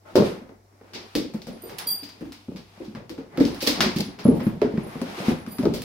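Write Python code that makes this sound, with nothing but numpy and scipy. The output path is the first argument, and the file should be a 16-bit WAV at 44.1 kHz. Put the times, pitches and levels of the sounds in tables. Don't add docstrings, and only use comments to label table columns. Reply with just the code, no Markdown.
import sys
import numpy as np
from scipy import signal
from scipy.fft import rfft, irfft, next_fast_len
from scipy.io import wavfile
from scipy.ndimage import map_coordinates

SR = 44100
rng = np.random.default_rng(int(sys.argv[2]) if len(sys.argv) > 2 else 0)


def transcribe(u):
    v = np.clip(np.atleast_2d(u).T, -1, 1)
    q = np.round(v * 32767).astype(np.int16)
    wavfile.write(sys.argv[1], SR, q)


N = 257532


def amp(db):
    return 10 ** (np.asarray(db) / 20)


def unit(x):
    return x / np.sqrt(np.mean(x ** 2) + 1e-20)


def along(points, hz):
    point_hz, values = np.transpose(points)
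    return np.interp(np.log(hz + 1), np.log(point_hz + 1), values)


def smooth_random(positions, count):
    return map_coordinates(rng.standard_normal(count), [positions])


def wobble(knots_per_s):
    return smooth_random(np.arange(N) * knots_per_s / SR, int(N * knots_per_s / SR) + 4)


def filtered(x, response):
    size = next_fast_len(x.shape[-1] + 8192)
    spectrum = rfft(x, size) * response(np.fft.rfftfreq(size, 1 / SR))
    return irfft(spectrum, size)[..., :x.shape[-1]]


def noise(spectrum):
    return unit(filtered(rng.standard_normal((2, N)), lambda hz: amp(along(spectrum, hz))))


# pitch_hz, correlation (-1 to 1)
LIKENESS = [(40, .985), (150, .94), (300, .68), (600, .35), (1200, -.1), (3000, .05), (12000, -.05)]


def diffuse(pair):
    def mid_side_gains(hz):
        angle = np.arccos(np.clip(along(LIKENESS, hz), -1, 1)) / 2
        return np.sqrt(2) * np.array([np.cos(angle), np.sin(angle)])

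    mid, side = filtered(pair, mid_side_gains)
    return np.array([mid + side, mid - side]) / np.sqrt(2)


def add(track, start_s, sound):
    part = track[:, round(start_s * SR):][:, :sound.shape[1]]
    part += sound[:, :part.shape[1]]


# pitch_hz, t60_s
ROOM_DECAY = [(80, 0.55), (250, 0.36), (700, 0.39), (2000, 0.4), (5000, 0.37), (13000, 0.23)]
TAIL_SAMPLES = 26000
PORT_LAG = .00002


def room_tail(gap_s):
    hz, _, cells = signal.stft(rng.standard_normal((2, TAIL_SAMPLES)), SR, nperseg=256)
    t = np.arange(TAIL_SAMPLES) / SR
    frame_s = np.arange(cells.shape[-1]) * 128 / SR
    decay = amp(-60 * frame_s / along(ROOM_DECAY, hz)[:, None])
    tail = signal.istft(cells * decay, SR, nperseg=256)[1][:, :TAIL_SAMPLES]
    tail = tail * (1 - np.exp(-(t / gap_s) ** 2))
    return tail / np.linalg.norm(tail[0])


def strike(near, far, start_s, direct, radiated, pan_db, room_db, gap_s):
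    lag_s = pan_db * PORT_LAG
    sides = np.array([[1], [-1]])
    pair = filtered(direct, lambda hz: np.exp(1j * np.pi * hz * lag_s * sides))
    add(near, start_s, pair * amp(sides * pan_db / 2))
    answer = signal.fftconvolve(radiated[None], room_tail(gap_s), axes=1)
    add(far, start_s, amp(room_db) * answer)


# pitch_hz, relative level_db
HUM_TONE = (98.8, -63)
# pitch_hz, relative level_db per Hz
AIR_SPECTRUM = [(20, -8.5), (60, -14.5), (130, -12.5), (400, -7), (700, 1), (1300, -16.5), (3000, -18.5),
                (5600, -10.5), (6500, -14.5), (9000, -19), (16000, -21)]


def quiet():
    hz, level_db = HUM_TONE
    hum_gain = amp(level_db + 7.0 + 0.62 * wobble(6.6))
    hum = hum_gain * np.sin(2 * np.pi * hz * np.arange(N) / SR + 0.12 * wobble(1.6))
    return hum + amp(-66.0 + 0.64 * wobble(14)) * diffuse(noise(AIR_SPECTRUM))


# start_s, length_s, level_db
CREAK_EVENT = (0.05, 0.078, -44.5)
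# pitch_hz, width_hz, relative level_db
CREAK_MODES = [(603, 28, 5), (867, 27.5, -2), (1060, 15, -2), (1290, 37, -0.5), (1850, 39, -19)]


def creak():
    start_s, length_s, level_db = CREAK_EVENT
    progress = np.clip((np.arange(N) / SR - start_s) / length_s, 0, 1)
    swell = np.sin(np.pi * progress) ** 0.6

    def resonances(f):
        return sum(amp(mode_db) / (1 + 1j * (f - hz) / width_hz) for hz, width_hz, mode_db in CREAK_MODES)

    friction = unit(filtered(rng.standard_normal((2, N)), resonances))
    return amp(level_db) * swell * diffuse(friction)


SHAKE_GROWS = 0.64
SHAKE_RISE_S, SHAKE_FALL_S = 0.045, 0.059


def shaking():
    t = np.arange(N) / SR
    energy = np.zeros(N)
    for start_s, level_db, *_ in PAW_LANDINGS:
        since = np.maximum(t - start_s, 0)
        swell = (1 - np.exp(-since / SHAKE_RISE_S)) * np.exp(-since / SHAKE_FALL_S)
        energy += (amp(SHAKE_GROWS * level_db) * swell) ** 2
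    return np.sqrt(energy)


# start_s, rub level_db, scrape over rub level_db
DRAG_LEVELS = [(0.0, -71.5, -12.5), (0.109, -56, -4), (0.259, -41.5, 1.5), (0.63, -69, -18.5),
               (0.92, -59, -5), (0.99, -49.5, -4), (1.35, -64.5, 1.5), (1.82, -47.5, -6),
               (2.13, -58.5, -0.5), (2.63, -67, 5), (2.82, -52, -5), (3.11, -71.5, 1), (3.29, -62.5, -8),
               (3.345, -48, -14), (3.43, -44, -1), (3.58, -47, -5), (3.77, -37.5, -6.5), (3.99, -46.5, -3),
               (4.18, -53.5, -9), (4.28, -46, -3.5), (4.59, -56.5, -4), (4.94, -43.5, -7),
               (5.05, -45.5, -3), (5.298, -34.5, -2.5), (5.45, -50, -7.5), (5.61, -52.5, -2),
               (5.84, -52, 2.5)]
# pitch_hz, relative level_db per Hz
SCRAPE_SPECTRUM = [(1200, -37.5), (2400, 2), (3200, 0), (5200, -4), (7400, -14), (11000, -13),
                   (16000, -23.5)]
RUB_SPECTRUM = [(350, -31), (700, 1), (1100, 0.5), (1600, -4.5), (2200, -5), (3500, -30.5), (8000, -81)]
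MURMUR_SPECTRUM = [(50, -58), (110, -11), (200, -2), (280, -6), (370, -1), (550, -10), (900, -13.5),
                   (2000, -86)]
JOIST_SPECTRUM = [(15, -28), (30, -13.5), (55, 2.5), (80, -9.5), (110, -32), (200, -94.5)]
MURMUR_OVER_RUB_DB = 3.5
MURMUR_DB, RUMBLE_DB, RUMBLE_REST_DB = -25, -38, -73


def dragging():
    start_s, rub_db, scrape_db = np.transpose(DRAG_LEVELS)
    t = np.arange(N) / SR
    rub = amp(np.interp(t, start_s, rub_db))
    scrape = amp(np.interp(t, start_s, rub_db + scrape_db))
    shake = shaking()
    grain = amp(0.52 * wobble(250) + 0.95 * wobble(21))
    hiss = scrape * unit(grain * noise(SCRAPE_SPECTRUM)) + rub * unit(grain * noise(RUB_SPECTRUM))
    murmur_gain = np.hypot(amp(MURMUR_OVER_RUB_DB) * rub, amp(MURMUR_DB) * shake)
    murmur = murmur_gain * unit(amp(4.64 * wobble(25)) * noise(MURMUR_SPECTRUM))
    rumble_gain = (amp(RUMBLE_REST_DB) + amp(RUMBLE_DB) * shake) * amp(2.5 * wobble(2))
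    return diffuse(hiss + murmur + rumble_gain * noise(JOIST_SPECTRUM))


# start_s, high level_db, low level_db, top level_db, middle level_db
TAG_CLINKS = [(1.523, -58.5, -60, -80, -73), (1.618, -57, -56.5, -45.5, -50.5), (1.775, -47, -70, -70, -70),
              (1.869, -29.5, -22, -25.5, -37), (3.515, -58, -80, -78, -80), (3.572, -60, -97, -75, -81),
              (3.642, -51, -72, -80, -80), (4.032, -56, -82, -80, -80), (4.242, -41.5, -77, -66, -57),
              (4.352, -64, -80, -56, -57), (4.429, -52.5, -75, -51, -55), (4.829, -55.5, -74, -64, -78),
              (4.865, -55.5, -88, -60, -61), (4.931, -64, -79, -66, -68), (5.294, -65, -80, -70, -72),
              (5.38, -59, -76, -66, -65), (5.478, -55, -56, -60, -58), (5.51, -50, -56, -41, -52),
              (5.568, -54, -59, -72.5, -57)]
# pitch_hz, relative level_db, t60_s
TAG_MODES = [
    [(10700, -7, .14), (10770, -2, .2), (10850, -4, .18), (10910, 0, .2), (10980, -3, .16), (11080, -7, .1),
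     (10160, -20, .15)],
    [(4712, 0, .22), (4757, -4, .36), (3280, -22, .18), (3320, -20, .18)],
    [(13880, -1, .14), (13957, 0, .2), (14040, -6, .1), (15500, -12, .05)],
    [(8888, 0, .18), (8960, -3, .14), (9040, -4, .16), (7386, -13, .2)],
]
TAG_RISE_S, TAG_ROOM_DB = 0.0052, 2.5
RATTLE_DB, RATTLE_T60_S = -8.5, 0.11
SWING = 0.00008


def tags():
    near, far, t = np.zeros((2, N)), np.zeros((2, N)), np.arange(SR // 3) / SR

    def drift():
        return smooth_random(t * 100, 40)

    for start_s, *levels in TAG_CLINKS:
        burst = rng.standard_normal(len(t)) * amp(-60 * t / RATTLE_T60_S)
        rattle = filtered(burst, lambda hz: 1 / (1 + (7000 / (hz + 1)) ** 8))
        sound = amp(max(levels) + RATTLE_DB) * rattle
        for family_db, family in zip(levels, TAG_MODES):
            for hz, mode_db, t60_s in family:
                flutter_db = (1.5 + hz / 4500) * drift()
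                level_db = family_db + mode_db - 1 + rng.normal(0, 1.8) + flutter_db
                phase = 2 * np.pi * (hz * t + rng.random()) + SWING * hz * drift()
                sound += amp(level_db - 60 * t / t60_s) * np.sin(phase)
        sound = sound * (1 - np.exp(-t / TAG_RISE_S))
        strike(near, far, start_s, sound, sound, pan_db=-1.0, room_db=TAG_ROOM_DB, gap_s=0.006)
    return near + diffuse(far)


# start_s, relative level_db, left-right level_db,
# relative knock level_db, relative treble level_db, room level_db
CLAW_CONTACTS = [(0.1554, -17.5, 6.5, -15, -21.5, 10.5), (0.4915, -54.5, 7, 3, -24, 3.5),
                 (0.8115, -65, -5, 16, -12, -1), (0.9341, -31.5, 4, -12.5, -28.5, 12),
                 (0.9445, -27.5, 4.5, -29, -36, 13), (1.1519, -15, -1, -19, -20, 6.5),
                 (1.337, -40, 5, -4, -14, 9.5), (1.4178, -30, 2.5, -31, -24, 3),
                 (1.4687, -35.5, 5.5, -9.5, -16.5, 9.5), (1.6952, -35, -1.5, -6.5, -16, 6.5),
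                 (1.7842, -29.5, -19, -47, -15, 1), (1.7871, -21, 1, -31, -12.5, -2.5),
                 (1.7923, -35, -14, -8.5, -16.5, 17.5), (2.0313, -34.5, 1.5, -17, -18.5, 12.5),
                 (2.0895, -34, 0, -13.5, -22, 5), (2.2084, -50, -9, 4.5, -12.5, 9.5),
                 (2.2536, -50.5, 0.5, -2, -15, 9), (2.321, -30.5, 1, -15, -20, 6),
                 (2.5606, -35, -3, -11.5, -24.5, 10), (2.8454, -41.5, -0.5, -22, -23.5, 10),
                 (2.9496, -39, -1.5, 2.5, -23, 7), (3.0939, -32.5, 8, -10.5, -18.5, 7.5),
                 (3.1785, -47, 6.5, 0.5, -21, 12.5), (3.3735, -27, -3, -3.5, -21.5, 3.5),
                 (3.4006, -31, -13, -8, -21.5, 15), (3.4515, -20.5, 1.5, -37, -23, 0.5),
                 (3.462, -31, 1.5, -40, -22.5, 13.5), (3.5448, -34, -10, -23, -19, 9),
                 (3.6053, -23.5, -4, -24, -28, 14), (3.6131, -30.5, -1, -24, -20.5, 2.5),
                 (3.62, -23, 0.5, -34, -14, 9), (3.6254, -19.5, -1.5, -42, -18, 8.5),
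                 (3.666, -14, -2.5, -22, -18, 14.5), (3.6686, -17, -4.5, -22, -27, -1),
                 (3.673, -6, -8.5, -37, -26.5, -1), (3.6847, -16, 0.5, -17, -21.5, 3.5),
                 (3.8053, -5.5, 1.5, -10, -25, 7), (3.9606, -24.5, -3.5, -22, -20, 11.5),
                 (3.9681, -24, -1.5, -20, -24, 3), (3.9848, -22, -8.5, -21, -19, 1),
                 (4.0028, -23, -4, -32, -16, -1.5), (4.0062, -16.5, 7, -36, -23.5, 1),
                 (4.1883, -32, -1.5, -7, -26, 11), (4.28, -38, 6, 0, -31, -3.5),
                 (4.397, -43.5, -4.5, 4.5, -25, 16.5), (4.4666, -42, 11.5, 5.5, -15, 7.5),
                 (4.616, -33.5, -17.5, 2.5, -24.5, 10), (4.775, -40.5, -2.5, 8.5, -20.5, 3),
                 (5.015, -29.5, 5.5, -4.5, -13.5, 1.5), (5.026, -40, 16, -10, -22.5, 0),
                 (5.4638, -39.5, 5, 2, -16, 4.5), (5.5838, -31, 5, -2, -17.5, 6),
                 (5.627, -35.5, 2, -5.5, -14, 7), (5.6534, -26.5, 3.5, -9, -26, 1.5),
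                 (5.738, -26, 6.5, -21, -15.5, 11), (5.819, -27, -2, -17.5, -11.5, 2.5)]
# pitch_hz, relative level_db per Hz
CLICK_SPECTRUM = [(800, -41), (2000, -11), (3000, -8.5), (4000, -5), (5000, -4), (5800, -10), (7500, -24.5),
                  (12000, -40.5)]
KNOCK_SPECTRUM = [(300, -46.5), (600, -0.5), (1000, 2), (1600, -2), (2300, -6.5), (3200, -16), (6000, -48)]
SKID_DB, WALL_GAP_S = -19.5, 0.0035


def claws():
    near, far, t = np.zeros((2, N)), np.zeros((2, N)), np.arange(2048) / SR
    lead = 128
    since = t - lead / SR
    blow = 1. * (np.arange(len(t)) == lead)
    for start_s, level_db, pan_db, knock_db, treble_db, room_db in CLAW_CONTACTS:
        skid_decay = amp(-60 * np.abs(since) / 0.042) * (since > 0)
        skid = amp(SKID_DB) * rng.standard_normal(len(t)) * skid_decay

        def colour(hz):
            click = amp(along(CLICK_SPECTRUM, hz))
            knock = amp(knock_db + 5.5 + along(KNOCK_SPECTRUM, hz))
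            tip = amp(treble_db + 1) / (1 + (6500 / (hz + 1)) ** 6)
            return amp(level_db + 21) * (click + knock + tip)

        direct, radiated = filtered(np.array([blow + skid, blow]), colour)
        strike(near, far, start_s + 0.00104 - lead / SR, direct, radiated, pan_db, room_db, WALL_GAP_S)
    return near + diffuse(far)


# start_s, relative level_db, board pitch_hz, relative slap level_db, room level_db
PAW_LANDINGS = [(0.153, -6.5, 380.4, -2, 0.5), (0.176, -10, 236, -1, 0.5), (0.196, -10, 200, -12, -16),
                (0.219, -13.5, 206, 1, -8.5), (0.414, -34.5, 250.3, -8, 0.5), (0.492, -41.5, 275, 3, -5),
                (0.81, -47, 284, 6, -4.5), (0.949, -42.5, 388, -5, 5.5), (1.151, -14.5, 292.4, -17, 3.5),
                (1.189, -32.5, 242, 1, 2.5), (1.343, -20, 218, -10, -6), (1.469, -28, 243, -7, 4.5),
                (1.634, -41.5, 378, 6.5, 2.5), (1.701, -39.5, 190, 3, 2.5), (1.86, -37.5, 269, -1.5, -2),
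                (2.024, -36, 275, -28, 4.5), (2.208, -28, 287, -33, 7.5), (2.482, -23, 229, -14, -2.5),
                (2.515, -33, 263, -4, -7), (2.547, -26.5, 194, -15, -6), (2.774, -40, 220, -5, -13),
                (2.8, -29.5, 337, -24, 4.5), (2.879, -28.5, 216, -21, -6), (2.947, -27.5, 229, -9.5, -6.5),
                (2.967, -30.5, 155, -7, -1), (3.098, -33.5, 339, -18, 8.5), (3.181, -26, 271, -9.5, -1),
                (3.377, -15.5, 270, -7, 5.5), (3.404, -5.5, 273, -24, -1.5), (3.445, -13, 250, -38, -21),
                (3.514, -25, 312, -25, -10), (3.623, -23, 312, -6.5, 1), (3.671, -15.5, 279, -4, -0.5),
                (3.804, -16.5, 222, -4.5, -2.5), (3.829, -21, 384, -5.5, 1.5), (3.86, -13, 224, -13, -10),
                (3.884, -17.5, 226, -18, -10), (3.96, -12.5, 205, -22, -4.5), (3.997, -15, 209, -14, -18),
                (4.047, -27.5, 228, -23, -8), (4.08, -24.5, 252, -25, -3.5), (4.251, -7, 227, -8, 0.5),
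                (4.282, -1.5, 248, -50, -4.5), (4.31, -9, 285, -40, -3.5), (4.325, -15, 199, -29, -18),
                (4.408, -17.5, 241, -11, -1), (4.465, -7.5, 212, -18, -6), (4.617, -7.5, 399, -6.5, -7.5),
                (4.626, -12, 402, -20, -3.5), (4.644, -14, 250, -11, -4.5), (4.669, -31, 305, -22, 1),
                (4.737, -16.5, 214, -17, -5), (4.777, -11.5, 214, -11.5, -8), (4.954, -21.5, 232, -8, -4),
                (5.014, -18, 243, -6.5, -5), (5.179, -26, 354, -13, -10), (5.2, -24.5, 194, -2.5, -4),
                (5.281, -6, 233, -16, -8), (5.32, -19.5, 160, -11, -4), (5.472, -24.5, 226, -10, -3.5),
                (5.588, -15.5, 250, -15.5, 2.5), (5.631, -16.5, 222, -8, 4), (5.653, -10.5, 236, -2.5, -4),
                (5.664, -8, 327, -11, -12), (5.7, -21.5, 246, -30, 7.5), (5.737, -25.5, 192, -6, 4.5)]
BOARD_T60_S, BOARD_T60_SPREAD = 0.053, 0.1
BUMP_DB, BUMP_GROWS = -30, 0.68


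def paws():
    near, far, t = np.zeros((2, N)), np.zeros((2, N)), np.arange(SR // 8) / SR

    def ring(hz, t60_s, rise_s):
        return np.sin(2 * np.pi * hz * t) * amp(-60 * t / t60_s) * (1 - np.exp(-t / rise_s))

    for start_s, level_db, hz, slap_db, room_db in PAW_LANDINGS:
        spread = np.exp(0.098 * rng.standard_normal(6))
        board_t60_s = BOARD_T60_S * np.exp(BOARD_T60_SPREAD * rng.standard_normal())

        def board(t60_s):
            main = ring(hz, t60_s, 0.0027)
            upper = .5 * ring(1.46 * hz * spread[0], 0.95 * t60_s, 0.0061)
            lower = 0.58 * ring(0.776 * hz * spread[1], t60_s, 0.021)
            return main + upper + lower

        slap = ring(480 * spread[2], 0.015, 0.0024)
        slap += 0.31 * ring(760 * spread[3], 0.01, 0.002)
        slap += 0.18 * ring(1200 * spread[4], 0.012, 0.0028)
        bump = amp(BUMP_DB + (BUMP_GROWS - 1) * level_db) * ring(60 * spread[5], 0.075, 0.017)
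        rest = amp(slap_db + 7.5) * slap + bump
        direct = amp(level_db + 5.5) * (board(board_t60_s) + rest)
        radiated = amp(level_db + 9.5) * (board(0.027) + rest)
        strike(near, far, start_s + 0.0024, direct, radiated, pan_db=0.8, room_db=room_db, gap_s=0.0032)
    return near + diffuse(far)


def scene():
    return quiet() + creak() + dragging() + tags() + claws() + paws()


# pitch_hz, left-right level_db
PORT_COLOUR = [(100, 1.5), (300, -0.5), (1400, 2), (3000, 1), (6000, 1), (10000, -4), (14000, -6)]
TOP_HZ = 15800


def record(dry):
    def port_response(hz):
        colour = amp(np.outer([.5, -.5], along(PORT_COLOUR, hz)))
        return colour / (1 + (30 / (hz + 1)) ** 2)

    ports = filtered(dry, port_response)
    rounded = ports / (1 + np.abs(ports / 1.05) ** 8) ** (1 / 8)
    return filtered(rounded, lambda hz: hz < TOP_HZ)


dry = scene()
out = record(dry)
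transcribe(out)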